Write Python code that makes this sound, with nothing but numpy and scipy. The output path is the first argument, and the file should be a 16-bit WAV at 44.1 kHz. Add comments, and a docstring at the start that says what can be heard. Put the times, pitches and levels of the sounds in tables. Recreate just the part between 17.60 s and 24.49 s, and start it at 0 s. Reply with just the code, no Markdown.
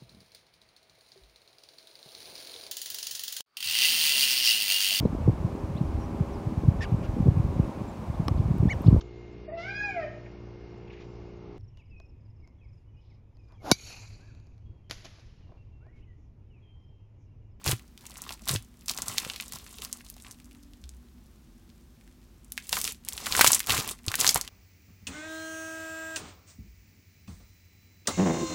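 """Two hands knead a foam-bead slime on a table, close to the microphone in a small room.
First fingers poke it: trapped air pockets pop over a crackle of tiny bubbles, and the table thumps softly.
Then they grip, lift and stretch it; the thin sheet is almost silent until it folds back onto the table.
Squeezing it gives the loudest crunch; then it is pressed down, let go and squeezed once more by one hand.
Pops and crackle are short clicks ringing in damped air cavities; thumps are fading sine waves.
Shaped noise makes a dull rubbing and the air of the room, with a faint hum and a gliding drone behind."""
import sys
import numpy as np
from scipy import signal
from scipy.fft import rfft, irfft
from scipy.io import wavfile
from scipy.ndimage import uniform_filter1d

SR = 44100
rng = np.random.default_rng(int(sys.argv[2]) if len(sys.argv) > 2 else 0)


def bounce(signal):
    """Save signal as a 16-bit WAV file at the path given by the first command-line argument."""
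    frames = np.transpose(np.atleast_2d(signal))
    limited = np.clip(frames, -1, 1)
    pcm = np.round(limited * 32767).astype(np.int16)
    wavfile.write(sys.argv[1], SR, pcm)


N = 303849


def from_db(db):
    """Turn decibels into a gain."""
    return 10 ** (np.asarray(db) / 20)


def rms_one(x):
    """Scale a sound to an average (rms) level of 1."""
    return x / np.sqrt(np.mean(x ** 2) + 1e-20)


def unit_energy(x):
    """Scale a pulse to an energy of 1."""
    return x / np.sqrt(np.sum(x ** 2) + 1e-20)


def at_hz(points, hz):
    """Read a spectrum in dB between its points, on a logarithmic pitch axis."""
    f, db = np.transpose(points)
    return np.interp(np.log(np.maximum(hz, 1)), np.log(f), db)


def coloured(x, spectrum):
    """Make some pitches of a noise stronger than others."""
    gain = from_db(at_hz(spectrum, np.fft.rfftfreq(len(x), 1 / SR)))
    return irfft(rfft(x) * gain, len(x))


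def in_time(rows):
    """Join the rows of a curve by straight lines."""
    s, *columns = np.transpose(rows)
    return [np.interp(np.arange(N) / SR, s, column) for column in columns]


def drift(rate):
    """Wander at random with spread 1, heading for a new value `rate` times a second."""
    knots = rng.standard_normal(N // 20)
    return rms_one(np.interp(np.arange(N) / SR * rate, np.arange(len(knots)), knots))


def cavity(x, hz, q):
    """Ring like an air cavity: one resonance with gain 1 on top; a low q dies within a few cycles."""
    w = 2 * np.pi * min(hz, SR * 4 / 9) / SR
    damp = np.sin(w) / (2 * q)
    top, bottom = [damp, 0, -damp], [1 + damp, -2 * np.cos(w), 1 - damp]
    return signal.lfilter(top, bottom, x + 1e-18)


# Presses and pulls of the hands: poking, gripping and lifting, pulling up, the sheet thinning and tearing,
# folding onto the table, both hands squeezing, pressing down and letting go, one hand squeezing.
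# Each row: start in seconds, end in seconds, fizz of the tiny bubbles at the start in dB, fizz at the
# end in dB, squelch of the larger bubbles in dB above the fizz.
STROKES = [(0.059, 0.115, -34.5, -32, -4), (0.392, 0.736, -61.5, -50.5, -1.5),
           (0.887, 0.959, -33, -38, -4.5), (1.296, 1.317, -37.5, -42, -6), (1.349, 1.433, -53.5, -44, 0.5),
           (1.468, 1.768, -40, -49, -4), (1.927, 1.968, -47, -45, -3.5), (1.77, 2.404, -51.5, -55, -5),
           (2.225, 2.257, -42, -47.5, -5.5), (2.452, 3.323, -59.5, -80, -6),
           (2.651, 2.714, -56.5, -59, 1.5), (4.956, 5.108, -61, -46.5, -17),
           (5.13, 5.203, -31.5, -38, -8.5), (5.241, 5.312, -33.5, -41.5, -11),
           (5.462, 5.8, -54.5, -29.5, -4.5), (5.773, 5.967, -25, -34, -7),
           (6.092, 6.199, -28.5, -31.5, -2.5), (6.21, 6.315, -40, -39.5, -3),
           (6.467, 6.568, -49.5, -46.5, -0.5), (6.594, 6.714, -29, -32.5, -8),
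           (6.765, 6.757, -33.5, -26, 2)]
ATTACK_DB_PER_S, RELEASE_DB_PER_S = 748, 643   # the crackle comes and goes with the pressure
CREEP_DB, CREEP_DB_PER_S = -17.5, 149   # around each stroke the slime creeps, faintly and for longer
REST_FIZZ_DB, REST_SQUELCH_DB = -81, -85   # slime hanging under its own weight


def kneading(first_db, last_db, rest_db):
    """Crackle level in dB: strokes set in, swell or ease, and let go; the strongest one leads."""
    t, level_db = np.arange(N) / SR, np.full(N, float(rest_db))
    for (start, end, *_), held_db in zip(STROKES, zip(first_db, last_db)):
        before, after = np.maximum(start - t, 0), np.maximum(t - end, 0)
        pressure_db = -ATTACK_DB_PER_S * before - RELEASE_DB_PER_S * after
        creep_db = CREEP_DB - CREEP_DB_PER_S * (before + after)
        stroke_db = np.interp(t, [start, end], held_db) + np.maximum(pressure_db, creep_db)
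        level_db = np.maximum(level_db, stroke_db)
    return level_db


# Large air pockets bursting.
# Each row: start in seconds, relative energy in dB, pitch of the cavity in Hz,
# share of the energy in the snap of the film (0 to 1).
POPS = [(0.0629, -3.5, 750, 0.47), (0.0775, -1, 4400, 0), (0.0939, -5, 505, 0.6), (0.119, -3.5, 3080, 0),
        (0.3769, -23, 3180, .26), (0.4668, -17, 6940, .13), (0.5572, -22, 2580, 0), (0.571, -20, 6110, 0.1),
        (0.6193, -11, 6770, 0.34), (0.6923, -11.5, 3200, 0.02), (0.7067, -14, 870, 0.23),
        (0.7234, -15, 4340, 0.1), (0.8865, -1.5, 12700, .36), (0.8931, 0.5, 4160, 0.13),
        (0.951, -11, 590, 0), (0.961, -5.5, 3320, 0), (1.283, -4, 5600, 0.1), (1.2958, -0.5, 4600, 0.06),
        (1.3766, -8, 6200, 0), (1.3868, -8.5, 980, 0.43), (1.4204, -3.5, 7100, 0),
        (1.483, -2.5, 7300, 0.05), (1.5822, 4.5, 3800, 0.1), (1.6997, -5.5, 3300, 0),
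        (1.736, -17, 3780, .06), (1.7613, -12, 3580, 0), (1.8005, -7.5, 2700, 0), (1.8099, -11, 2970, .98),
        (1.8814, -18.5, 6780, 0.3), (1.9229, -11.5, 1040, 0.98), (1.958, -15.5, 4500, .4),
        (2.2492, -9, 4860, 0.3), (2.3282, -4.5, 7240, 0.08), (2.4083, -25, 1900, 0),
        (2.5004, -15, 12600, 0.27), (2.5665, -26.5, 690, 0.65), (2.623, -23.5, 8570, 0.1),
        (2.648, -24, 2200, 0), (2.667, -22.5, 2700, 0), (2.7113, -19, 6300, 0), (3.135, -30.5, 3200, 0.2),
        (3.24, -25, 3650, .02), (3.2922, -21, 6860, 0), (4.1008, -35.5, 3850, 0), (4.4114, -35, 2260, 0.21),
        (4.477, -34.5, 1980, .3), (4.8463, -30, 8400, .03), (4.921, -8.5, 12800, 0.28),
        (4.9778, -5, 2060, 0.16), (5.0933, -7.5, 9900, .5), (5.1286, 0, 4700, 0.3),
        (5.1293, -5.5, 720, 0.1), (5.132, -7, 2200, 0.04), (5.1691, -3.5, 1520, .3), (5.215, -2, 9700, .45),
        (5.2429, -1.5, 6730, 0), (5.3222, -11.5, 11600, 0.26), (5.4499, -18, 9500, 0),
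        (5.487, -2.5, 9100, 0.45), (5.533, -10, 7150, 0.26), (5.5782, -9.5, 3360, 0.05),
        (5.6598, -9, 3400, 0), (5.6681, -2.5, 1390, 0.2), (5.724, 1, 3780, 0.04), (5.751, 1.5, 1820, 0),
        (5.775, -4, 7350, 0), (5.7935, 7, 870, 0.16), (5.811, 18.5, 1510, 0.67), (5.8146, 11.5, 1750, 0.91),
        (5.845, 15.5, 1080, 0.68), (5.8651, 10.5, 2190, 0.54), (5.873, 13.5, 7240, 0.18),
        (5.8762, 14, 4030, 0.68), (5.9047, -1, 1070, 0), (5.9179, 1, 8900, 0.3), (5.9198, 10, 9700, 0.1),
        (5.932, 10.5, 6100, 0.08), (5.9366, -4, 7300, 0.1), (5.9474, 9.5, 7800, 0.27),
        (5.9942, -3.5, 12300, 0.4), (6.0036, -1, 1900, 0.76), (6.0712, -6, 870, 0.97),
        (6.0961, 1.5, 2970, .07), (6.105, 4.5, 3130, 0), (6.277, -8.5, 7070, 0.66), (6.4647, -12, 8990, 0),
        (6.4823, 0, 4240, 0), (6.5172, -6, 1610, 0.5), (6.5416, 0.5, 1700, 0.03), (6.555, 1, 1590, 1),
        (6.612, 5, 6160, 0), (6.6456, 4, 1240, 0.3), (6.6669, 6, 4700, 0), (6.6767, 10, 5940, 0.1),
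        (6.6917, 12.5, 5270, 0.01), (6.7452, 5, 9200, 0.15), (6.759, 3, 870, 0.3), (6.8125, -2, 5600, 0.25),
        (6.8774, -12.5, 3200, 0.16)]


def pops(rows, q, snap_hz, snap_q, skirt_q, gain_db):
    """The film snaps and the opened pocket rings for a few cycles; the slime damps it quickly."""
    out, click = np.zeros(N), signal.unit_impulse(SR // 50)
    snap = unit_energy(cavity(cavity(click, snap_hz, snap_q), snap_hz, snap_q))
    for s, db, hz, share in rows:
        share = np.clip(share, 0, 1)
        ring = unit_energy(cavity(cavity(click, hz, q), hz, skirt_q))
        pop = unit_energy(np.sqrt(1 - share) * ring - np.sqrt(share) * snap)
        pop = signal.fftconvolve(pop, scatter(bounce_s=0.00026, near_db=-6.0, near_t60=0.039))
        at = int(s * SR)
        out[at:at + len(pop)] += from_db(db + gain_db) * pop[:N - at]
    return out


SMALL_POPS_PER_S = 30
SMALL_POP_DB, SMALL_POP_SPREAD_DB = -28, 6.5   # middle of the relative energy; scatter up and down
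SMALL_POP_FOLLOWS = 0.85   # share of the fizz's swing in dB that their energy follows
SMALL_POP_LOW_HZ, SMALL_POP_HIGH_HZ, SMALL_POP_SNAP = 2200, 10260, 0.33


def small_pops(fizz_db):
    """Small pockets burst at random moments and pitches, stronger the harder the slime is worked."""
    when, size, pitch = rng.random((int(SMALL_POPS_PER_S * N / SR), 3)).T
    effort_db = fizz_db[(when * N).astype(int)] - fizz_db.mean()
    db = SMALL_POP_DB + SMALL_POP_FOLLOWS * effort_db + SMALL_POP_SPREAD_DB * (2 * size - 1)
    hz = SMALL_POP_LOW_HZ * (SMALL_POP_HIGH_HZ / SMALL_POP_LOW_HZ) ** pitch
    # same columns as the large pockets
    return [(*row, SMALL_POP_SNAP) for row in zip(when * N / SR, db, hz)]


def crackle(level_db, colour, per_s, growth, size_db, clump_db, q, spread_db, patchy_db, count):
    """Bubbles burst in clumps at `count` pitches; harder kneading bursts more of them."""
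    rate = per_s * from_db(growth * (level_db + 40))   # per_s holds at -40 dB, before clumping
    born = rng.random(N) < rate * from_db(clump_db * drift(130)) / SR
    sizes = from_db(size_db * np.minimum(rng.exponential(1, N), 4)) * rng.choice([-1, 1], N)
    clicks = born * sizes
    # the work of the hands is shared among the bubbles of each moment
    power = uniform_filter1d(uniform_filter1d(clicks ** 2, size=700), size=700)
    clicks = clicks * from_db(level_db) / np.sqrt(np.abs(power) + rate / SR / 2)
    pitches = np.geomspace(colour[0][0], colour[-1][0], count)
    gains = rms_one(from_db(at_hz(colour, pitches)))
    dealt = rng.integers(0, count, N)   # which pitch each bubble gets
    out = np.zeros(N)
    for k, hz in enumerate(pitches):
        paths = scatter(bounce_s=.0002, near_db=spread_db, near_t60=0.041)
        ring = unit_energy(cavity(cavity(paths, hz, q), hz, 0.29))
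        # folds open and close, favouring one pitch after another
        favour = rms_one(from_db(patchy_db * drift(45)))
        out += gains[k] * favour * signal.oaconvolve(clicks * (dealt == k), ring)[:N]
    return out


# Colour of the tiny bubbles. Each row: pitch in Hz, relative strength of that resonance in dB.
FIZZ = [(2800, 3), (3600, 5), (5000, 4), (6800, 7), (9000, 9), (10500, 2.5), (12500, 5), (15500, 3)]


def fizz(fizz_db):
    """Tiny bubbles and unsticking beads crackle at high pitches."""
    return crackle(fizz_db, FIZZ, per_s=3200, growth=.55, size_db=4.0, clump_db=5.5,
                   q=2.4, spread_db=-1, patchy_db=3.0, count=20)


# Colour of the larger bubbles. Each row: pitch in Hz, relative strength of that resonance in dB.
SQUELCH = [(400, -9.5), (650, -17.5), (1000, 2), (1500, -23), (2200, -2.5)]


def squelch(squelch_db):
    """Larger bubbles ring lower and sound wetter."""
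    return crackle(squelch_db, SQUELCH, per_s=2300, growth=.35, size_db=3.5, clump_db=4.0,
                   q=3.6, spread_db=-0.5, patchy_db=4.0, count=22)


# Soft blows on the table through the slime.
# Each row: start in seconds, relative level in dB, pitch in Hz, time to fade by 60 dB in seconds.
THUMPS = [(0.07, -20, 109, 0.072), (0.084, -21.5, 125, 0.16), (0.129, -19, 113, 0.071),
          (0.822, -44, 210, 0.087), (0.904, -27.5, 129, 0.2), (0.934, -22.5, 138, 0.065),
          (0.952, -22, 107, 0.11), (1.486, -42, 106, 0.14), (1.664, -27.5, 171, 0.018),
          (1.94, -40, 136, 0.074), (3.236, -42, 63.8, 0.89), (5.877, -31, 127, 0.073),
          (6.103, -27.5, 102, 0.12), (6.184, -25.5, 128, 0.061), (6.477, -21.5, 97, 0.065),
          (6.758, -27, 141.3, 0.036)]


def thumps(rise_s, gain_db, overtone, overtone_db, overtone_t60):
    """A cushioned finger pushes the table top, which swings and fades, with one higher mode."""
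    out, t = np.zeros(N), np.arange(SR // 2) / SR
    for s, db, hz, t60 in THUMPS:
        low = np.sin(2 * np.pi * hz * t) * from_db(-60 * t / t60)
        high = np.sin(2 * np.pi * hz * overtone * t) * from_db(-60 * t / overtone_t60)
        swing = (low + from_db(overtone_db) * high) * (1 - np.exp(-t / rise_s))
        at = int(s * SR)
        out[at:at + len(t)] += from_db(db + gain_db) * swing[:N - at]
    return out


# Colour of the dull kneading noise in the table. Each row: pitch in Hz, relative strength per Hz in dB.
TABLE = [(30, -5.5), (70, 4.5), (130, 0.5), (250, 1), (400, -8.5), (700, -29), (2000, -57)]


def rubbing(squelch_db):
    """Kneading passes into the table as a dull noise, 7 dB below the squelch level."""
    return from_db(squelch_db - 7.0) * rms_one(coloured(rng.standard_normal(N), TABLE))


# Colour of the reflections, near and far. Each row: pitch in Hz, relative strength in dB.
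ROOM_COLOUR = [(100, -27), (500, 4), (2000, 12), (6000, 9.5), (15000, 7.5)]


def scatter(bounce_s, near_db, near_t60):
    """The direct sound and the short paths between table and moving hands, drawn anew each time."""
    t = np.arange(SR // 20) / SR
    near = coloured(rng.standard_normal(len(t)), ROOM_COLOUR)
    near = near * from_db(-60 * t / near_t60) * (t > bounce_s)
    return signal.unit_impulse(len(t)) + from_db(near_db) * unit_energy(near)


def surroundings(x, room_db, room_t60):
    """Add the faint tail of a small furnished room: fading noise that starts after 4 ms."""
    t = np.arange(SR // 2) / SR
    tail = coloured(rng.standard_normal(len(t)), ROOM_COLOUR)
    tail = tail * from_db(-60 * t / room_t60) * (t > .004)
    return x + from_db(room_db) * signal.oaconvolve(x, unit_energy(tail))[:N]


# Colour of the room's air. Each row: pitch in Hz, relative strength per Hz in dB.
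AIR = [(20, -30), (32, -9), (45, 4), (65, 2), (100, -8), (170, -9.5), (235, -5), (280, -17), (350, -14.5),
       (450, -24.5), (800, -27.5), (2000, -32.5), (6000, -35), (10500, -39.5), (16000, -38.5)]
AIR_DB = -54


def room_air():
    """The air of the room murmurs: steady noise, strongest in the bass."""
    return from_db(AIR_DB) * rms_one(coloured(rng.standard_normal(N), AIR))


# Faint hum. Its one row: pitch in Hz, approximate width in Hz, level in dB.
HUM = (245, 3.2, -65)


def hum():
    """Noise through two narrow resonances leaves one wavering pitch."""
    hz, width_hz, db = HUM
    q = hz / width_hz / 2
    return from_db(db) * rms_one(cavity(cavity(rng.standard_normal(N), hz, q), hz, q))


# Faint gliding drone, like a far engine. Each row: time in seconds, pitch in Hz, level in dB.
DRONE = [(0, 275, -91), (2.75, 289.6, -72.5), (2.92, 287, -61.5), (3.12, 288, -60), (3.25, 296, -77),
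         (3.85, 323.7, -73), (4.12, 332.4, -67), (4.4, 344, -74), (4.85, 344.4, -71), (5.1, 359, -105)]


def drone():
    """One sine wave whose pitch and level glide from row to row."""
    hz, db = in_time(DRONE)
    return from_db(db) * rms_one(np.sin(2 * np.pi * np.cumsum(hz) / SR))


def scene():
    """Pops and crackle above the table, thumps through it, and the quiet room around."""
    _, _, first_db, last_db, wet_db = np.transpose(STROKES)
    fizz_db = kneading(first_db, last_db, REST_FIZZ_DB)
    squelch_db = kneading(first_db + wet_db, last_db + wet_db, REST_SQUELCH_DB)
    bursts = pops(POPS + small_pops(fizz_db), q=1.9, snap_hz=9200, snap_q=0.3, skirt_q=.2, gain_db=-1.98)
    bubbles = fizz(fizz_db) + squelch(squelch_db)
    slime = surroundings(bursts + bubbles, room_db=-16.5, room_t60=0.18)
    blows = thumps(rise_s=0.002, gain_db=2.0, overtone=2.99, overtone_db=-2.5, overtone_t60=0.022)
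    background = room_air() + hum() + drone()
    return (slime + blows + rubbing(squelch_db) + background)[None]


CUTOFF_HZ = 16200


def record(dry):
    """Peaks beyond full scale are clipped flat, then everything above the cutoff is removed."""
    clipped = np.clip(dry, -1, 1)
    low_pass = signal.ellip(10, .1, 80, CUTOFF_HZ, fs=SR, output="sos")
    return signal.sosfilt(low_pass, clipped)


dry = scene()
out = record(dry)
bounce(out)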